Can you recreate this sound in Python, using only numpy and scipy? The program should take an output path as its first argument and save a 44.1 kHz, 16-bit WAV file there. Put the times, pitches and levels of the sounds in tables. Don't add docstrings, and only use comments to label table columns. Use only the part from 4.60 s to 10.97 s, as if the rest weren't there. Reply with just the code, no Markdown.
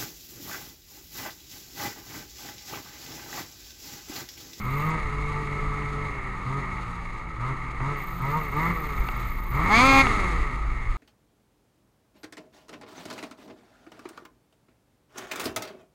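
import sys
import numpy as np
from scipy.fft import rfft, irfft, next_fast_len
from scipy.io import wavfile
from scipy.ndimage import uniform_filter1d, map_coordinates

SR = 44100
rng = np.random.default_rng(int(sys.argv[2]) if len(sys.argv) > 2 else 0)


def dump(signal):
    limited = np.clip(np.atleast_2d(signal).T, -1, 1)
    pcm = np.round(limited * 32767).astype(np.int16)
    wavfile.write(sys.argv[1], SR, pcm)


N = 280916
TIME = np.arange(N) / SR

# (open [s], close [s], opening [0-1], speed limit [firings/s],
# climb [firings/s per s], coast time constant [s], added boom [dB], clatter lift [dB])
THROTTLE_BURSTS = [(0.029, 0.357, 0.42, 160, 160, 0.34, -29.5, 1),
                   (.49, .82, 0.23, 146.6, 35.4, 0.45, -34.5, 0.5),
                   (0.838, 1.464, 0.18, 144, 57.6, 0.49, -36.5, 1),
                   (1.848, 1.985, 0.4, 139.6, 192, .39, -30.5, 0.5),
                   (2.775, 2.92, 0.45, 134, 254, 0.4, -30.5, 2.5),
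                   (3.188, 3.326, 0.41, 145.6, 285, 0.34, -30.5, 3.5),
                   (3.589, 3.787, 0.5, 160, 200, .27, -31, 2),
                   (3.917, 4.112, 0.51, 172, 245, 0.36, -31.5, 4),
                   (4.904, 5.418, 0.46, 270, 465, 0.31, -30.5, 5.5)]
START_HZ, IDLE_HZ = 120.38, 102.22
LEVEL_OFF_S = .019
OPEN_S, CLOSE_S = 0.016, 0.019
IDLE_LOAD = 0.022
VALVE_HZ, VALVE_WIDTH_HZ = 203.7, 3.3
FULL_POWER_HZ = 241.1

# (level at idle [dB], growth with speed [dB per octave], growth from load 0 to 1 [dB])
BOOM_LEVELS = (-49, 9.4, 12.9)
BARK_LEVELS = (-47, 6, 26.7)
RASP_LEVELS = (-53, 15.4, 6.4)
CASING_LEVELS = (-41.5, 10.95, 7.1)
HISS_LEVELS = (-58, 11.03, 9.16)

# (centre [firings/s], half width [firings/s], lift [dB])
BOOM_CANCEL = (218, 20, -7)
# (centre [firings/s], half width [firings/s], lift [dB])
BARK_SYMPATHY = (157, 12, 5.5)
# (centre [firings/s], half width [firings/s], lift [dB])
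THIRD_SYMPATHY = (147, 17, 9.5)
SECOND_DB = -15
THIRD_BASE_DB = -54.5
# (frequency [Hz], relative level [dB])
BARK_SPECTRUM = [(520, -11.5), (680, -16), (810, -20), (930, 0.5), (1090, -2), (1230, 4.5), (1300, -9.5),
                 (1480, -21), (1850, -17), (2080, -3), (2300, -42)]
# (frequency [Hz], level [dB])
HOWL_SPECTRUM = [(400, -33), (490, -35), (540, -28.5), (610, -41), (720, -27.5), (810, -25.5), (865, -22),
                 (950, -27), (1100, -24.5), (1230, -26), (1355, -24.5), (1480, -41), (1620, -36),
                 (1750, -31), (1890, -39), (2150, -29), (2350, -22), (2460, -30), (2700, -39)]
# (frequency [Hz], relative level [dB])
RASP_SPECTRUM = [(1300, -39), (1750, -11), (2000, -15), (2300, -8), (2700, -15), (3050, -23), (3270, -12),
                 (3550, -14), (4000, -19), (4350, -11), (4900, -20), (5400, -33), (6500, -19), (9000, -53)]
# (frequency [Hz], relative level [dB])
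DRONE_SPECTRUM = [(115, 5.5), (200, -14.5), (300, -2.5), (400, 0), (560, -9.5), (740, -10.5), (880, -3.5),
                  (1020, -9.5), (1230, 0), (1500, -28), (1750, -5.5), (1900, 2.5), (2100, 0.5),
                  (2350, -14.5)]
DRONE_IDLE_DB, DRONE_DB_PER_OCTAVE = -49.5, 15
SHIMMER_DB, SHIMMER_RATE = 2.6, 24

# (centre [Hz], width of one filter pass [Hz], relative level [dB])
CASING_MODES = [(396, 330, -15.5), (893, 106, -5.5), (1155.4, 204, -0.5), (1278.5, 151, 2.5),
                (1903, 297, -7), (2171, 177, -2), (2700, 370, -22.5)]
# (frequency [Hz], relative level [dB per Hz])
RUSH_SPECTRUM = [(50, -28.5), (100, 7), (180, -1), (260, -1.5), (400, -5.5), (560, -11), (1000, -3),
                 (2300, -15.5), (3100, -31.5), (5000, -52.5)]
# (frequency [Hz], relative level [dB per Hz])
HISS_SPECTRUM = [(2300, 10.5), (2900, -2), (3900, 1.5), (4700, -4), (5300, -11), (5900, -12), (6600, -1.5),
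                 (7300, -10.5), (8500, -9.5), (8900, -14.5), (10400, -13.5), (12500, -25), (15000, -31)]
# (time [s], hiss lift [dB])
SNOW_ROUGHNESS = [(0, 2.5), (1.4, 0.5), (2.2, 2.5), (2.7, 0), (3.5, 1.5), (4.2, 0.5), (4.6, 6), (4.85, 0.5),
                  (5.08, 2), (5.2, 6.5), (5.55, 7), (5.9, 3), (6.15, 1), (6.37, 3)]
ROUGH_CLATTER = 0.51

# (time [s], lug rate [lugs/s], second harmonic [dB], third and fourth harmonics [dB])
TRACK_MOTION = [(0, 101, -40, -52), (.3, 100, -51, -60), (.55, 100, -46, -51.5), (1.4, 98, -45.5, -49.5),
                (2.3, 89, -42, -57), (2.7, 79.8, -47.5, -54.5), (4.4, 91, -43, -56.5),
                (5.0, 87.7, -49, -56), (5.5, 100.6, -42, -40), (5.8, 84, -47, -46.5), (6.37, 84, -52, -62)]
HUM_AT_HZ, HUM_DB, HUM_DB_PER_HZ = 88.2, -50, 0.9

# (time [s], level [dB], brightness [dB per octave])
TICK_EVENTS = [(.818, -41, 4), (.847, -44, 6), (1.222, -35, -2), (1.641, -47, 5), (2.041, -46, 5),
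               (3.204, -31, -6), (3.338, -46, 6), (3.445, -44, 4), (4.269, -39, 4), (4.4875, -21.5, .5),
               (4.696, -46, 7), (5.469, -16, -2.5), (5.961, -40, 3)]
# (frequency [Hz], relative level [dB], time to fall 60 dB [s])
HOOD_MODES = [(390, -16, .03), (780, -7, .014), (930, -2, .016), (1440, -5, .015), (2270, 0, .014),
              (2660, -1, .012), (3250, -11, .01), (4500, -16, .009), (6800, -24, .007), (9900, -21, .006)]

# (time [s], level [dB])
HEADWIND = [(0, -35), (1.3, -34.5), (1.9, -36.5), (3.7, -35.5), (4.6, -30), (5.5, -26), (6.37, -31)]
# (time [s], half length [s], level [dB])
WIND_GUSTS = [(0.455, 0.022, -25), (0.62, 0.068, -30), (1.063, 0.045, -27.5), (2.497, 0.017, -31),
              (3.21, .02, -30.5), (4.403, 0.014, -18.5), (5.425, 0.038, -26), (5.799, 0.038, -22),
              (6.08, 0.056, -25.5), (6.303, 0.024, -21.5)]
# (frequency [Hz], relative level [dB per Hz])
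WIND_SPECTRUM = [(12, -5), (25, 5), (42, 0.5), (53, 7.5), (64, -16), (80, -14), (130, -19.5)]

# (start [s], end [s], level [dB])
FIZZ_SPANS = [(-.1, 0.3, -55), (3.371, 5.406, -54)]
# (frequency [Hz], relative level [dB])
FIZZ_SPECTRUM = [(9000, -69), (10200, -16), (12600, -21), (13050, -13), (13600, 3), (14200, -4),
                 (15200, -25)]
TOP_HZ = 15300


def engine_speed():
    hz = np.full(N, float(START_HZ))
    for start, end, _, limit, climb, coast_s, _, _ in THROTTLE_BURSTS:
        ramp = np.interp(start, TIME, hz) + climb * (TIME - start)
        knee = climb * LEVEL_OFF_S
        rounded = limit - knee * np.logaddexp(0, (limit - ramp) / knee)
        hz = np.where(TIME > start, rounded, hz)
        fall = np.exp(-np.maximum(TIME - end, 0) / coast_s)
        coast = IDLE_HZ + (np.interp(end, TIME, hz) - IDLE_HZ) * fall
        hz = np.where(TIME > end, coast, hz)
    return hz


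def throttle(firing_hz):
    valve = .5 + .5 * np.tanh((firing_hz - VALVE_HZ) / (2 * VALVE_WIDTH_HZ))
    load, push, lift_db = np.zeros((3, N))
    for start, end, opening, _, _, _, boom_db, clatter_db in THROTTLE_BURSTS:
        opened = 1 - np.exp(-np.maximum(TIME - start, 0) / OPEN_S)
        held = opened * np.exp(-np.maximum(TIME - end, 0) / CLOSE_S)
        load += held * (opening + (1 - opening) * valve)
        push += held * amp(boom_db)
        lift_db += held ** 2 * clatter_db
    pumping = IDLE_LOAD * (firing_hz / IDLE_HZ) ** 2.5
    return np.clip(np.maximum(load, pumping), 0, 1), push, lift_db


def boom(cycles, firing_hz, load, push):
    turn = 2 * np.pi * cycles
    strength = np.hypot(amp(level(BOOM_LEVELS, firing_hz, load ** 3)), push)
    first_db = 20 * np.log10(strength) + sympathy(BOOM_CANCEL, firing_hz)
    third_ring_db = sympathy(THIRD_SYMPATHY, firing_hz) * np.clip(.4 + 3 * load, 0, 1)
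    third_db = THIRD_BASE_DB + third_ring_db + 6 * load
    first = amp(first_db + 1.4 * wobble(45)) * np.sin(turn)
    second = amp(first_db + SECOND_DB + 2.2 * wobble(18)) * np.sin(2 * turn)
    third = amp(third_db + 1.4 * wobble(20)) * np.sin(3 * turn)
    return np.sqrt(2) * (first + second + third)


def exhaust(cycles, firing_hz, load):
    full = np.clip(2 * load - 1, 0, 1)
    howl = full * partials(cycles + .005 * wobble(90), firing_hz, HOWL_SPECTRUM, order=2)
    return bark(cycles, firing_hz, load, full) + howl + rasp(cycles, firing_hz, load) + drone(cycles, firing_hz)


def bark(cycles, firing_hz, load, full):
    bark_db = level(BARK_LEVELS, firing_hz, load) + sympathy(BARK_SYMPATHY, firing_hz)
    fade = load ** 0.62 * (1 - full) ** 2
    return amp(bark_db) * fade * steady(partials(cycles, firing_hz, BARK_SPECTRUM, order=4))


def rasp(cycles, firing_hz, load):
    flutter = firings(cycles + .002 * wobble(70), scatter_db=1.1, jitter_s=.000003, uneven_db=3)
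    outlet = steady(coloured(bay(flutter, t60=.04, ripple=.4), RASP_SPECTRUM))
    rasp_db = level(RASP_LEVELS, firing_hz, load ** 3) + 2.0 * wobble(35)
    return amp(rasp_db) * load ** 3 * outlet


def drone(cycles, firing_hz):
    pulses = firings(cycles + .012 * wobble(40), scatter_db=2.5, jitter_s=.00005, uneven_db=4)
    pumping = bay(pulses, t60=.02, ripple=0)
    slowing = uniform_filter1d((np.gradient(firing_hz) < 0) * 1., size=2000)
    drone_db = DRONE_IDLE_DB + DRONE_DB_PER_OCTAVE * np.log2(firing_hz / IDLE_HZ)
    return amp(drone_db) * slowing * steady(coloured(pumping, DRONE_SPECTRUM))


def casing(cycles, firing_hz, load, lift_db):
    loose = cycles + (.017 - .007 * load) * wobble(50)
    knocks = bay(firings(loose, scatter_db=2.6, jitter_s=.00004, uneven_db=2.5), t60=.05, ripple=.15)
    shaking = knocks + .75 * puffs(cycles / 2, depth=.3)
    clatter = np.zeros(N)
    for k, mode in enumerate(CASING_MODES):
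        clatter += ringing(shaking, *mode) * (-1) ** k * amp(2 * wobble(9))
    rush = unit(coloured(puffs(cycles, depth=0.32), RUSH_SPECTRUM))
    spray = puffs(cycles, depth=0.1) * amp(1.46 * wobble(70))
    hiss = unit(coloured(spray + 0.25 * knocks, HISS_SPECTRUM))

    rough_db, = curves(SNOW_ROUGHNESS)
    casing_db = level(CASING_LEVELS, firing_hz, load ** 3) + lift_db
    casing_db += ROUGH_CLATTER * rough_db + .5 * wobble(12)
    hiss_db = level(HISS_LEVELS, firing_hz, load ** 3) + 0.66 * lift_db
    hiss_db += rough_db + .5 * wobble(8.9)
    share = amp(-10.5 * load ** 3)
    body = amp(casing_db) * share * (steady(clatter) + amp(-5.0) * rush)
    return body + amp(hiss_db) * share ** .65 * hiss


def track():
    lug_hz, second_db, upper_db = curves(TRACK_MOTION)
    turn = 2 * np.pi * np.cumsum(lug_hz * (1 + .012 * wobble(20))) / SR
    hum_db = HUM_DB + HUM_DB_PER_HZ * (lug_hz - HUM_AT_HZ)
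    hum = amp(hum_db + 3 * wobble(20)) * np.sin(turn)
    hum += amp(second_db + 3 * wobble(12)) * np.sin(2 * turn)
    for k in (3, 4):
        hum += amp(upper_db + 3 * wobble(12)) * np.sin(k * turn)
    return hum


def ticks():
    out = np.zeros(N)
    t = np.arange(SR // 20) / SR
    for start, db, bright_db in TICK_EVENTS:
        ring = np.zeros(len(t))
        for hz, mode_db, t60 in HOOD_MODES:
            ring_db = mode_db + bright_db * np.log2(hz / 2000) - 60 * t / t60
            ring += amp(ring_db) * np.sin(2 * np.pi * (hz * t + rng.random()))
        crack = amp(2 * bright_db - 17 - 60 * t / .005) * rng.standard_normal(len(t))
        attack = 1 - np.exp(-t / .0003)
        out[round(start * SR):][:len(t)] += amp(db) * attack * (ring + crack)
    return out


def wind():
    wind_db, = curves(HEADWIND)
    power = amp(wind_db + 0.72 * wobble(8)) ** 2
    for centre, half_length, db in WIND_GUSTS:
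        power += amp(db) ** 2 * bump(TIME, centre, half_length)
    return np.sqrt(power) * steady(coloured(noise(), WIND_SPECTRUM))


def fizz():
    on = sum(amp(db) * ((TIME > start) & (TIME < end)) for start, end, db in FIZZ_SPANS)
    swing = np.tanh(3 * np.sin(2 * np.pi * 60 * TIME) + 2.2 * wobble(90))
    chop = amp(7 * swing + 1.2 * wobble(14))
    return uniform_filter1d(on, size=800) * unit(coloured(noise() * chop, FIZZ_SPECTRUM))


def level(law, firing_hz, load):
    idle_db, octave_db, load_db = law
    octaves = np.log2(np.minimum(firing_hz, FULL_POWER_HZ) / IDLE_HZ)
    return idle_db + octave_db * octaves + load_db * load


def sympathy(ring, firing_hz):
    hz, width, db = ring
    return db * bump(firing_hz, hz, width)


def partials(cycles, firing_hz, spectrum, order):
    f, db = np.transpose(spectrum)
    out = np.zeros(N)
    for k in range(order, order * 3 + 5):
        level_db = np.interp(k * firing_hz, np.r_[f, f[-1] * 1.1], np.r_[db, db[-1] - 40])
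        gain = amp(level_db + SHIMMER_DB * wobble(SHIMMER_RATE))
        out += gain * np.sin(2 * np.pi * (k * cycles + rng.random()))
    return np.sqrt(2) * out


def firings(cycles, scatter_db, jitter_s, uneven_db):
    k = np.arange(1, int(cycles[-1]))
    chance = rng.standard_normal((len(k), 2))
    at = np.interp(k, cycles, np.arange(N)) + jitter_s * SR * chance[:, 0]
    at = np.clip(at, 0, N - 2)
    size = amp(scatter_db * chance[:, 1] + uneven_db * (-1) ** k)
    whole, part = at.astype(int), at % 1
    return np.bincount(whole, size * (1 - part), N) + np.bincount(whole + 1, size * part, N)


def puffs(cycles, depth):
    return unit(noise() * np.exp(depth * np.cos(2 * np.pi * cycles)))


def bay(x, t60, ripple):
    t = np.arange(SR // 10) / SR
    echoes = rng.standard_normal(len(t)) * amp(-60 * t / t60)

    def response(hz):
        h = rfft(echoes, 2 * len(hz) - 2)
        return h / np.abs(h) ** (1 - ripple)
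    return unit(filtered(x, response))


def ringing(x, hz, width, db):
    def response(f):
        once = 1j * f * width / (hz * hz - f * f + 1j * f * width)
        return amp(db) * once ** 2
    return filtered(x, response)


def coloured(x, points):
    f, db = np.transpose(points)
    corners = np.log(np.r_[f[0] / 2, f, f[-1] * 2])
    corner_db = np.r_[db[0] - 40, db, db[-1] - 70]

    def response(hz):
        gain = amp(np.interp(np.log(hz + 1), corners, corner_db))
        cepstrum = irfft(np.log(gain))
        cepstrum[1:len(hz) - 1] *= 2
        cepstrum[len(hz):] = 0
        return np.exp(rfft(cepstrum))
    return filtered(x, response)


def filtered(x, response):
    m = 2 * next_fast_len(N // 2 + SR // 8)
    return irfft(rfft(x, m) * response(np.fft.rfftfreq(m, 1 / SR)), m)[:N]


def noise():
    return rng.standard_normal(N)


def wobble(rate):
    knots = rng.standard_normal(int(N * rate / SR) + 4)
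    return map_coordinates(knots, [TIME * rate], mode="nearest")


def curves(rows):
    s, *cols = np.transpose(rows)
    return [np.interp(TIME, s, c) for c in cols]


def bump(x, centre, width):
    return np.exp(-((x - centre) / width) ** 2)


def amp(db):
    return 10 ** (np.asarray(db) / 20)


def unit(x):
    return x / np.sqrt(np.mean(x ** 2) + 1e-20)


def steady(x):
    return x / np.sqrt(np.abs(uniform_filter1d(x ** 2, size=3000)) + 1e-12)


def scene():
    firing_hz = engine_speed()
    load, push, lift_db = throttle(firing_hz)
    cycles = np.cumsum(firing_hz * (1 + .002 * wobble(40))) / SR
    engine = boom(cycles, firing_hz, load, push) + exhaust(cycles, firing_hz, load)
    engine += casing(cycles, firing_hz, load, lift_db)
    return (engine + track() + ticks() + wind() + fizz())[None]


def record(dry):
    return filtered(dry[0], lambda hz: hz < TOP_HZ)[None]


dry = scene()
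out = record(dry)
dump(out)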